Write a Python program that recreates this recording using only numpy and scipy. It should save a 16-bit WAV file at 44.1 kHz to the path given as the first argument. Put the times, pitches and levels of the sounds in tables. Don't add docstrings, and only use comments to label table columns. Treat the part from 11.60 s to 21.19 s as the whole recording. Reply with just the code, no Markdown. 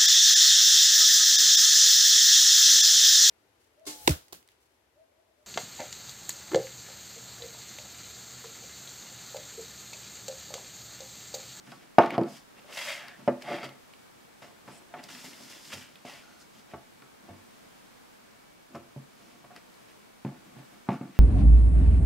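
import sys
import numpy as np
from scipy import signal
from scipy.fft import rfft, irfft, next_fast_len
from scipy.io import wavfile
from scipy.ndimage import map_coordinates

SR = 44100
rng = np.random.default_rng(int(sys.argv[2]) if len(sys.argv) > 2 else 0)


def waveform_to_disk(signal):
    frames = np.transpose(np.atleast_2d(signal))
    scaled = np.clip(frames, -1, 1) * 32767
    samples = np.round(scaled).astype(np.int16)
    wavfile.write(sys.argv[1], SR, samples)


N = 422919

# start_s, strength_db, boom_db, hollow_db (ring of the casting), clack_db, favoured pitch_hz,
# damping (1 = the listed t60_s, more = shorter ring, less = longer, 0.3 at least),
# shudder_db (drumming afterwards)
LANDINGS = [(0.071, -52, 3, -3, 19, 142.5, 0.6, -80), (0.12, -38, -8, 7, 13, 228.8, 1.33, -70.5),
            (0.384, 6, -19, 0.8, 2.5, 670, 2, -22), (0.54, -31.5, -35, 7, 16, 233, 0.61, -49.5),
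            (0.58, -5.5, -10.5, -2.5, -11, 333, 1.5, -44.5),
            (0.613, -6, -13.5, -11, -15, 344.3, 2.3, -41.5),
            (0.636, -16.5, -13, -21, -8, 297.7, 1.6, -42.5), (1.045, -43.5, -26, 3, -2, 568.6, 1.5, -65.5),
            (1.089, -39.5, -27, -2, 7, 583, 0.51, -64.5), (1.592, -42.5, -1, -4, 8, 161.5, 0.51, -65.5),
            (1.677, -5, -15.5, -9.5, -0.5, 560, 1.48, -48.5), (1.885, -28, -37, -16, 9.5, 594, 0.26, -60),
            (2.03, -29, -3.5, -1, 11.5, 596.4, 1.05, -55), (2.821, -37.5, -10.5, 4.5, 0.5, 668, 1.27, -55),
            (2.91, -44, -18, -1, -3, 501, 1.84, -74.5), (3.077, -31, -9.5, 1.5, 8, 190, 1.34, -59.5),
            (3.339, -33, -16, 7, 14, 705, 1.7, -53), (3.549, -42.5, -8, -6, -5, 250, 1.6, -64.5),
            (3.643, -33, -13.5, 4, -11, 240.4, 1.9, -56.5), (3.805, -35, -16, -5, -0.5, 261, 1.7, -62),
            (4.136, -33, -4, -6, -2.2, 580, 1.4, -57), (4.45, -27.5, -10, -1, -7, 659, 2.8, -52),
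            (5.136, -23, -11, 1.5, 3.2, 660, 2.1, -53.5), (5.42, -47.5, -1, -2.5, 17.5, 576.3, 1.5, -69.5),
            (5.689, -36, -10, 5, -8, 105.6, 0.89, -58), (7.148, -30.5, -5.5, 0.5, 6, 1000, 1, -58),
            (7.362, -32, 4.5, -0.5, -24, 134, 1.7, -60.5), (7.752, -46, -9, -3, 8.5, 200, 1.8, -75.5),
            (7.842, -38, -12.5, 3.5, 8, 132, 2.1, -67.5), (7.905, -42.5, -4, 2.2, 9, 735.5, 0.88, -69),
            (8.649, -20.5, 2, -2.2, -6.5, 150, 1.8, -39.5), (8.966, -51, 11.5, 1, 1.2, 164, 1.4, -60),
            (9.269, -47, -1.2, 2.2, 11, 1100, 1.1, -69), (9.288, -11.5, 1, 5, 4, 144, 2.9, -30),
            (9.411, -30, 8, -6, 6.5, 250, 2, -43.5)]
# pitch_hz, level_db (relative), t60_s (at damping 1)
BOARD_MODES = [(104, -26, 0.3), (136, 2, 0.3815), (189.3, -0.5, 0.3), (214, 0, 0.31), (249, 0.5, 0.376),
               (271.6, -1.5, 0.2), (343.2, -3, 0.28), (408.7, -10, .2), (477, -13.5, 0.067),
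               (586.4, -2.5, 0.077), (596.4, -9, 0.077), (680, -2, 0.15), (712, -2, 0.082),
               (802.6, -6.5, 0.11), (869, -5.5, 0.1477), (970, -16, .15), (1126, -7.5, 0.13),
               (1206, -12, .1), (1320, -12, 0.18), (1452, -13, 0.1), (1620, -19.5, 0.044),
               (1770, -16, 0.092), (1954, -30.5, 0.39), (2166, -17, 0.094), (2465, -29, 0.302),
               (2880, -32, 0.16)]
# pitch_hz, level_db (relative), t60_s (at damping 1)
WEAK_MODES = [(120.1, -12, 0.11), (700, -9, 0.18), (1404, -18.5, 0.15), (2916, -26, 0.077),
              (7010, -45, 0.054)]


def knocks(count=70):
    out, t = np.zeros(N + SR), np.arange(SR // 3) / SR
    board_hz, board_db, board_t60 = np.transpose(BOARD_MODES)
    weak_levels = [(hz, db) for hz, db, _ in WEAK_MODES]
    weak_t60s = [(hz, t60) for hz, _, t60 in WEAK_MODES]
    chance = rng.standard_normal((len(LANDINGS), 2, len(BOARD_MODES) + count, 1))
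    scatter = np.exp(0.033 * rng.standard_normal((len(LANDINGS), count)))
    crowds = np.geomspace(150, 7000, num=count) * scatter
    phase = np.append(np.ones(len(BOARD_MODES)), np.resize([1, -1], count))[:, None]
    rise = 1 - np.exp(-t / .0005)
    for landing, (size, tune), crowd in zip(LANDINGS, chance, crowds):
        s, db, boom_db, hollow_db, clack_db, spot_hz, damping, _ = landing
        hz = np.append(board_hz, crowd)[:, None]
        level = np.append(board_db, along(weak_levels, crowd))[:, None]
        t60 = np.append(board_t60, along(weak_t60s, crowd))[:, None] / max(damping, .3)
        colour_points = [(180, boom_db), (400, 0.0086), (600, 0.0029), (800, hollow_db), (1400, clack_db)]
        colour = along(colour_points, hz)
        favour = 7 * np.exp(-np.log2(hz / spot_hz) ** 2 / 0.034)
        decay = np.exp(-np.log(1000) * t / t60)
        gain = phase * amp(level + colour + favour + 2.84 * size) * decay
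        ring = np.sum(gain * np.sin(2 * np.pi * hz * (1 + 0.0067 * tune) * t), axis=0)
        out[round(s * SR):][:len(t)] += amp(db - 15.5) * rise * ring
    return out[:N]


# start_s, level_db (peak before panning), pitch_hz,
# pan_db (left over right), bright_db (bright ring, relative)
PART_TICKS = [(0.1187, -36, 2500, 2, -4.5), (0.385, -24, 1960, -2.5, -1), (0.4599, -35, 1760, 1, -3),
              (0.5058, -25, 2273, 3, -19), (0.541, -41, 1730, -1.5, -6), (0.5504, -38, 1810, 0.5, -6),
              (0.5799, -34.5, 2590, 0, -2), (0.613, -41, 1830, -0.5, -6.5),
              (0.634, -41.5, 1966, -0.5, -3.5), (1.1763, -28.5, 3230, 4.5, -14),
              (1.4822, -34.5, 1680, 3, -6.5), (1.6767, -42.5, 1622, 2, 1), (1.822, -34, 1700, 2, -6),
              (1.9644, -32.5, 2080, 1, -8), (2.0313, -32, 2090, 0.5, -2), (2.0918, -37.5, 3160, 3, -16),
              (2.3365, -41.5, 2690, -6, -13.5), (3.4386, -35.5, 4120, 1.5, 9),
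              (4.0537, -37, 3050, 2.5, 2.5), (4.137, -31.5, 2890, 0.1, -26),
              (4.357, -38.5, 2700, -2.5, -9.5), (4.452, -44.5, 1955, 2, 2.5), (4.538, -41.5, 2418, 4, 5),
              (5.4213, -43.5, 2070, 1.5, -10), (7.1536, -46, 2035, 2, 5), (7.8477, -48, 2040, 2, -9),
              (7.9625, -37, 1776, 1.5, -7), (8.1414, -49, 4530, 4, 2.5), (8.6488, -39.5, 2104, 0, -16),
              (9.2898, -45, 1750, 4, 1)]
TICK_T60_S = .016


def ticks():
    out, t = np.zeros((2, N + SR)), np.arange(SR // 8) / SR
    noises = rng.standard_normal((len(PART_TICKS), len(t)))
    for (s, db, hz, pan_db, bright_db), noise in zip(PART_TICKS, noises):
        modes = resonances([(hz, 0.27 * hz, 0), (4800, 900, bright_db), (8000, 6000, bright_db - 16.5)])
        crack = filtered(noise * amp(-60 * t / TICK_T60_S), modes)
        crack = amp(db) * crack / np.max(abs(crack))
        out[:, round(s * SR):][:, :len(t)] += panned(crack, np.full(len(t), pan_db))
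    return out[:, :N]


# start_s (full level), rise_s, hold_s, fall_s,
# rasp_db, bright_db (fuzz over rasp), drum_db (boards), drum pitch_hz (centre), ring of the casting (0-4)
PILE_STROKES = [(.07, 0.044, 0.065, 0.16, -61, -2.5, -56, 228, 1.1),
                (0.222, 0.0588, .01, 0.081, -61, -12, -62.5, 392, 1),
                (.41, .02, .02, .15, -41, -19.5, -39.5, 600, .6),
                (0.504, .006, 0.0023, 0.052, -42, -28, -43, 624, .4),
                (0.548, .06, 0.0078, 0.017, -45.5, -24.5, -31, 381.3, 1),
                (.69, .04, .08, .08, -56.5, 0.5, -55, 259.5, 0.81),
                (0.989, .05, .005, 0.038, -59, -9.5, -55, 370.6, 1.8),
                (1.135, .07, 0.032, .02, -48.5, -2, -60.5, 722, 1.6),
                (1.173, .01, 0.13, 0.17, -39, -5, -58, 620, 2.58),
                (1.414, .1, 0.078, 0.078, -51.5, -17, -55, 790, 0.77),
                (1.578, .03, 0.15, .02, -67, -3, -61.5, 190, 1.2),
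                (1.824, .025, 0.0027, 0.029, -48, -6, -64, 534, 0.9),
                (1.877, .06, 0.088, 0.15, -46, -11, -39, 577, 2.8),
                (2.044, 0.023, .003, 0.044, -44, -7, -43, 445, 3.5),
                (2.823, 0.0097, 0.0055, .11, -53.5, -8, -61.5, 588, 1.2),
                (3.086, 0.055, 0.077, 0.058, -57.5, -5.5, -56.5, 500, 1.14),
                (3.22, 0.058, 0.0036, .02, -67, -2, -54.5, 399.6, 1.2),
                (3.393, 0.087, 0.0043, 0.042, -51, -18, -43.5, 516, 1.3),
                (3.434, .008, .003, 0.1, -54.5, -1, -51, 510, 1.5),
                (3.488, .012, .13, 0.034, -51, -0.5, -57, 301.7, 0.9),
                (3.647, 0.049, 0.0053, .1, -53.5, 5, -56.5, 300, 1.8),
                (3.683, .05, 0.45, 0.046, -57.5, 2.5, -64.5, 269.6, 1.33),
                (3.9, .04, .01, .08, -53, 0.13, -62, 248.8, 1.2),
                (4.136, 0.048, .003, 0.041, -40.5, -3, -51.5, 344.5, 1.4),
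                (4.173, 0.016, 0.04, 0.13, -50, -3, -59.5, 200, 0.68),
                (4.297, .02, 0.14, 0.022, -67.5, -3, -67.5, 321, 1.8),
                (4.454, .012, .11, 0.16, -53, -4, -61, 504, 1.28),
                (4.734, 0.16, .005, 0.061, -64.5, -3, -60, 461, 1.3),
                (4.813, .05, .005, 0.047, -65.5, 7.5, -62.5, 404, 1.36),
                (4.994, .15, 0.006, 0.056, -62.5, -0.5, -63.5, 300, 1.4),
                (5.119, .07, .005, 0.019, -58, -10.5, -59.5, 680, 0.78),
                (5.687, .07, .01, .13, -64, -11, -47, 260, 1.1),
                (7.15, .04, .01, .07, -60, -5, -43, 300, 1.2),
                (7.579, .03, 0.15, 0.22, -67.5, -0.5, -62, 328.7, 1),
                (7.972, 0.042, 0.0039, 0.025, -54.5, -9.5, -54.5, 357, 0.95),
                (8.294, .02, .003, 0.048, -62, -5, -68.5, 389, 1.3),
                (8.761, .03, .005, 0.12, -73, -7.5, -54.5, 196.3, 1.3),
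                (8.859, .06, 0.035, .04, -72.5, -7.5, -58, 220, 1.1),
                (8.985, 0.068, .005, 0.097, -62.5, -17, -46.5, 189.5, 1.13),
                (9.129, .05, 0.046, .05, -69, -8.5, -61, 299, 0.95),
                (9.32, .03, .03, .05, -54, -10, -49.5, 230, 1.3),
                (9.568, .1, 0.0047, 0.051, -57, -13.5, -59, 300.3, .9)]
# (per Hz, relative)
RASP_SPECTRUM = [(240, -58.5), (400, -36), (574, -11.5), (895, -2), (1050, -2), (1170, -3), (1890, 0.5),
                 (2680, -3), (3270, -3.5), (6500, -20), (8450, -43), (14300, -120)]
# (per Hz, relative)
FUZZ_SPECTRUM = [(2940, -15), (5000, 1.5), (6160, -3), (7600, -4), (7940, -6.5), (13800, -14), (16000, -19)]
# pitch_hz, width_hz, level_db (relative)
CASTING_MODES = [(551.4, 59.5, 4.5), (694, 67, -5), (1322, 14, -11), (2120, 76.1, 1), (2730, 23, -4),
                 (3285, 31, 0.5), (3706, 62, -11.5), (4710, 181.2, -0.5), (5337, 140, -16)]
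RASP_HZ, BRIGHT_HZ, RASP_PAN_DB = 1800, 1500, 0.3


def strokes():
    (rasp_gain, fuzz_gain, drum_gain), (rasp_hz, drum_hz, ring) = stroke_controls()
    flicks = filtered(fibres(2.3, 260), lambda f: amp(along(RASP_SPECTRUM, f)))
    rasp = moving_hump(flicks, rasp_hz, 5.4, .5, size=512)
    rasp = rasp + np.clip(ring, 0, 4) * 0.44 * unit(filtered(flicks, resonances(CASTING_MODES)))
    fuzz, spread = (unit(filtered(fibres(1.27, 350), lambda f: amp(along(FUZZ_SPECTRUM, f))))
                    for _ in "ab")
    boards = resonances([(hz, 6.7 / t60, db) for hz, db, t60 in BOARD_MODES])
    drum = moving_hump(filtered(fibres(2.5, 120), boards), drum_hz, 11.0, 1.0, size=2048)
    wide = 0.4 * fuzz_gain * spread * [[1], [-1]]
    rubbing = panned(rasp_gain * rasp + fuzz_gain * fuzz, np.full(N, RASP_PAN_DB))
    return rubbing + wide + drum_gain * drum


def stroke_controls():
    t, power = np.arange(N) / SR, np.full((3, N), 1e-12)
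    lead = power * [[RASP_HZ], [SHUDDER_LOW_HZ], [1]]
    for s, rise, hold, fall, rasp_db, bright_db, drum_db, drum_hz, ring in PILE_STROKES + shudders():
        span = slice(max(int((s - 2 * rise) * SR), 0), int((s + hold + 3 * fall) * SR))
        slopes = np.minimum((t[span] - s) / rise, (s + hold - t[span]) / fall)
        shape_db = 20 * np.minimum(slopes, 0)
        rasp, fuzz, drum = (amp(2 * (shape_db + db)) for db in (rasp_db, rasp_db + bright_db, drum_db))
        power[:, span] += [rasp, fuzz, drum]
        centre_hz = RASP_HZ + BRIGHT_HZ * min(amp(bright_db), 1.3)
        lead[:, span] += [rasp * centre_hz, drum * drum_hz, rasp * ring]
    return np.sqrt(power), lead / power[[0, 2, 0]]


SHUDDER_RASP_DB, SHUDDER_BRIGHT_DB, SHUDDER_LOW_HZ, SHUDDER_RING = -23.5, -17.5, 215, 0.28
SHUDDER_DELAY_S, SHUDDER_RISE_S, SHUDDER_HOLD_S, SHUDDER_FALL_S = .014, 0.004, 0.022, 0.085


def shudders():
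    rows = []
    for s, *_, spot_hz, _, db in LANDINGS:
        times = (s + SHUDDER_DELAY_S, SHUDDER_RISE_S, SHUDDER_HOLD_S, SHUDDER_FALL_S)
        levels = (db + SHUDDER_RASP_DB, SHUDDER_BRIGHT_DB, db)
        rows.append(times + levels + (max(spot_hz, SHUDDER_LOW_HZ), SHUDDER_RING))
    return rows


def fibres(grain_db, rate):
    return rng.standard_normal(N) * amp(grain_db * wobble(rate) + 1.2 * wobble(25))


# (pitch_hz, width_hz, level_db (relative, applied twice))
SLIPS = [(3.116, 3.2, -62, [(5290, 250, -2), (7250, 210, -2), (7870, 250, -0.5), (9350, 700, -1.5)]),
         (1.33, 1.58, -55, [(1720, 260, 0), (3650, 200, -8)]), (4.63, 4.85, -61.5, [(1397, 190, -1),
         (4320, 300, -5.5), (6440, 400, -7)]), (8.28, 8.335, -66, [(1750, 250, 0), (2900, 500, -4)])]


def squeak():
    out, t = np.zeros(N), np.arange(N) / SR
    for start, end, db, bands in SLIPS:
        shape = np.clip(np.minimum((t - start) / 0.0048, (end - t) / .015), 0, 1)
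        slip = filtered(fibres(3.1, 240), lambda f: resonances(bands)(f) ** 2)
        out += amp(db) * shape * unit(slip)
    return out


# start_s, level_db (before the soft rise), pitch_hz, t60_s
WEIGHT_SHIFTS = [(4.14, -45.5, 96, 0.29), (5.137, -46, 80, 0.18), (5.695, -43.5, 95.7, 0.33),
                 (7.15, -51, 89.5, 0.3)]


def thumps():
    out, t = np.zeros(N + SR), np.arange(SR // 2) / SR
    for s, db, hz, t60 in WEIGHT_SHIFTS:
        push = amp(db - 60 * t / t60) * (1 - np.exp(-t / 0.011))
        out[round(s * SR):][:len(t)] += push * np.sin(2 * np.pi * hz * t)
    return out[:N]


# pitch_hz, t60_s
ROOM_DECAY = [(100, 0.18), (1000, .3), (4000, 0.24), (12000, 0.26)]
# pitch_hz, likeness (1 = same)
ROOM_LIKENESS = [(150, 0.97), (1000, 0.81), (4000, 0.39), (12000, .1)]


def room(x):
    hz, t, z = signal.stft(rng.standard_normal((2, SR // 2)), SR, nperseg=256)
    turn = np.arccos(np.clip(along(ROOM_LIKENESS, hz), 0, 1))[:, None] / 2
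    shared, apart = z[0] * np.cos(turn), z[1] * np.sin(turn)
    dying = np.array([shared + apart, shared - apart]) * amp(-60 * t / along(ROOM_DECAY, hz)[:, None])
    tail = signal.istft(dying, SR, nperseg=256)[1]
    late = np.pad(x, ((0, 0), (220, 0)))
    return signal.fftconvolve(late, tail / np.linalg.norm(tail[0]), axes=1)[:, :N]


# (per Hz, relative)
HISS_SPECTRUM = [(13, -42.5), (22, -14), (70, -13.5), (249, -1.5), (278, -6), (302, -4), (387, -6),
                 (432, -5.5), (935, -9), (1620, -12.5), (2140, -15), (7810, -23), (16000, -29)]
# pitch_hz, likeness (1 = same, -1 = opposed)
HISS_LIKENESS = [(60, 0.11), (180, -0.37), (550, -0.6), (1650, 0.029), (4970, 0.12), (15000, 0.208)]
# pitch_hz, level_db (relative)
FAINT_TONES = [(1572, -87.5), (2266, -82.5), (7812, -91)]
HISS_DB = -55


def hiss():
    turn = lambda hz: np.arccos(np.clip(along(HISS_LIKENESS, hz), -1, 1)) / 2
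    colour = lambda hz: amp(along(HISS_SPECTRUM, hz)) * [np.cos(turn(hz)), np.sin(turn(hz))]
    mid, side = filtered(rng.standard_normal((2, N)), colour)
    t = np.arange(N) / SR
    tones = sum(amp(db + 7.5 + 2 * wobble(3)) * np.sin(2 * np.pi * hz * t + 0.92 * wobble(4.5))
                for hz, db in FAINT_TONES)
    return amp(HISS_DB + 0.631 * wobble(3.4)) * unit(np.array([mid + side, mid - side])) + tones


def amp(db):
    return 10 ** (np.asarray(db) / 20)


def unit(x):
    return x / np.sqrt(np.mean(x ** 2) + 1e-20)


def along(points, hz):
    f, v = np.transpose(points)
    return np.interp(np.log(hz + 1), np.log(f + 1), v)


def filtered(x, response):
    m = next_fast_len(x.shape[-1] + 8192)
    return irfft(rfft(x, m) * response(np.fft.rfftfreq(m, 1 / SR)), m)[..., :x.shape[-1]]


def resonances(modes):
    return lambda f: sum((-1) ** k * amp(db) * 1j * f * w / (c * c - f * f + 1j * f * w)
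                         for k, (c, w, db) in enumerate(modes))


def wobble(rate):
    return map_coordinates(rng.standard_normal(int(N * 400 / SR) + 4), [np.arange(N) * rate / SR])


def panned(x, pan_db):
    return x * amp(np.array([pan_db / 2, -pan_db / 2]))


def moving_hump(x, centre_hz, lift_db, octaves, size):
    hz, t, z = signal.stft(x, SR, nperseg=size)
    centre = centre_hz[np.minimum((t * SR).astype(int), N - 1)]
    hump = amp(lift_db * np.exp(-(np.log2((hz[:, None] + 1) / centre) / octaves) ** 2))
    power = np.mean(abs(z) ** 2, axis=1, keepdims=True)
    hump = hump / np.sqrt(np.sum(power * hump ** 2, axis=0))
    return unit(signal.istft(z * hump, SR, nperseg=size)[1][:N])


def scene():
    hits = panned(knocks(), np.full(N, -.5)) + ticks()
    rubs = strokes() + squeak()
    near = hits + rubs + room(amp(-10.0) * hits + amp(-11.5) * rubs)
    high_pass = signal.butter(4, 122, "high", fs=SR, output="sos")
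    return signal.sosfilt(high_pass, near) + thumps() + hiss()


TOP_HZ = 15760


def record(dry):
    return filtered(np.clip(dry, -1, 1), lambda hz: hz < TOP_HZ)


dry = scene()
out = record(dry)
waveform_to_disk(out)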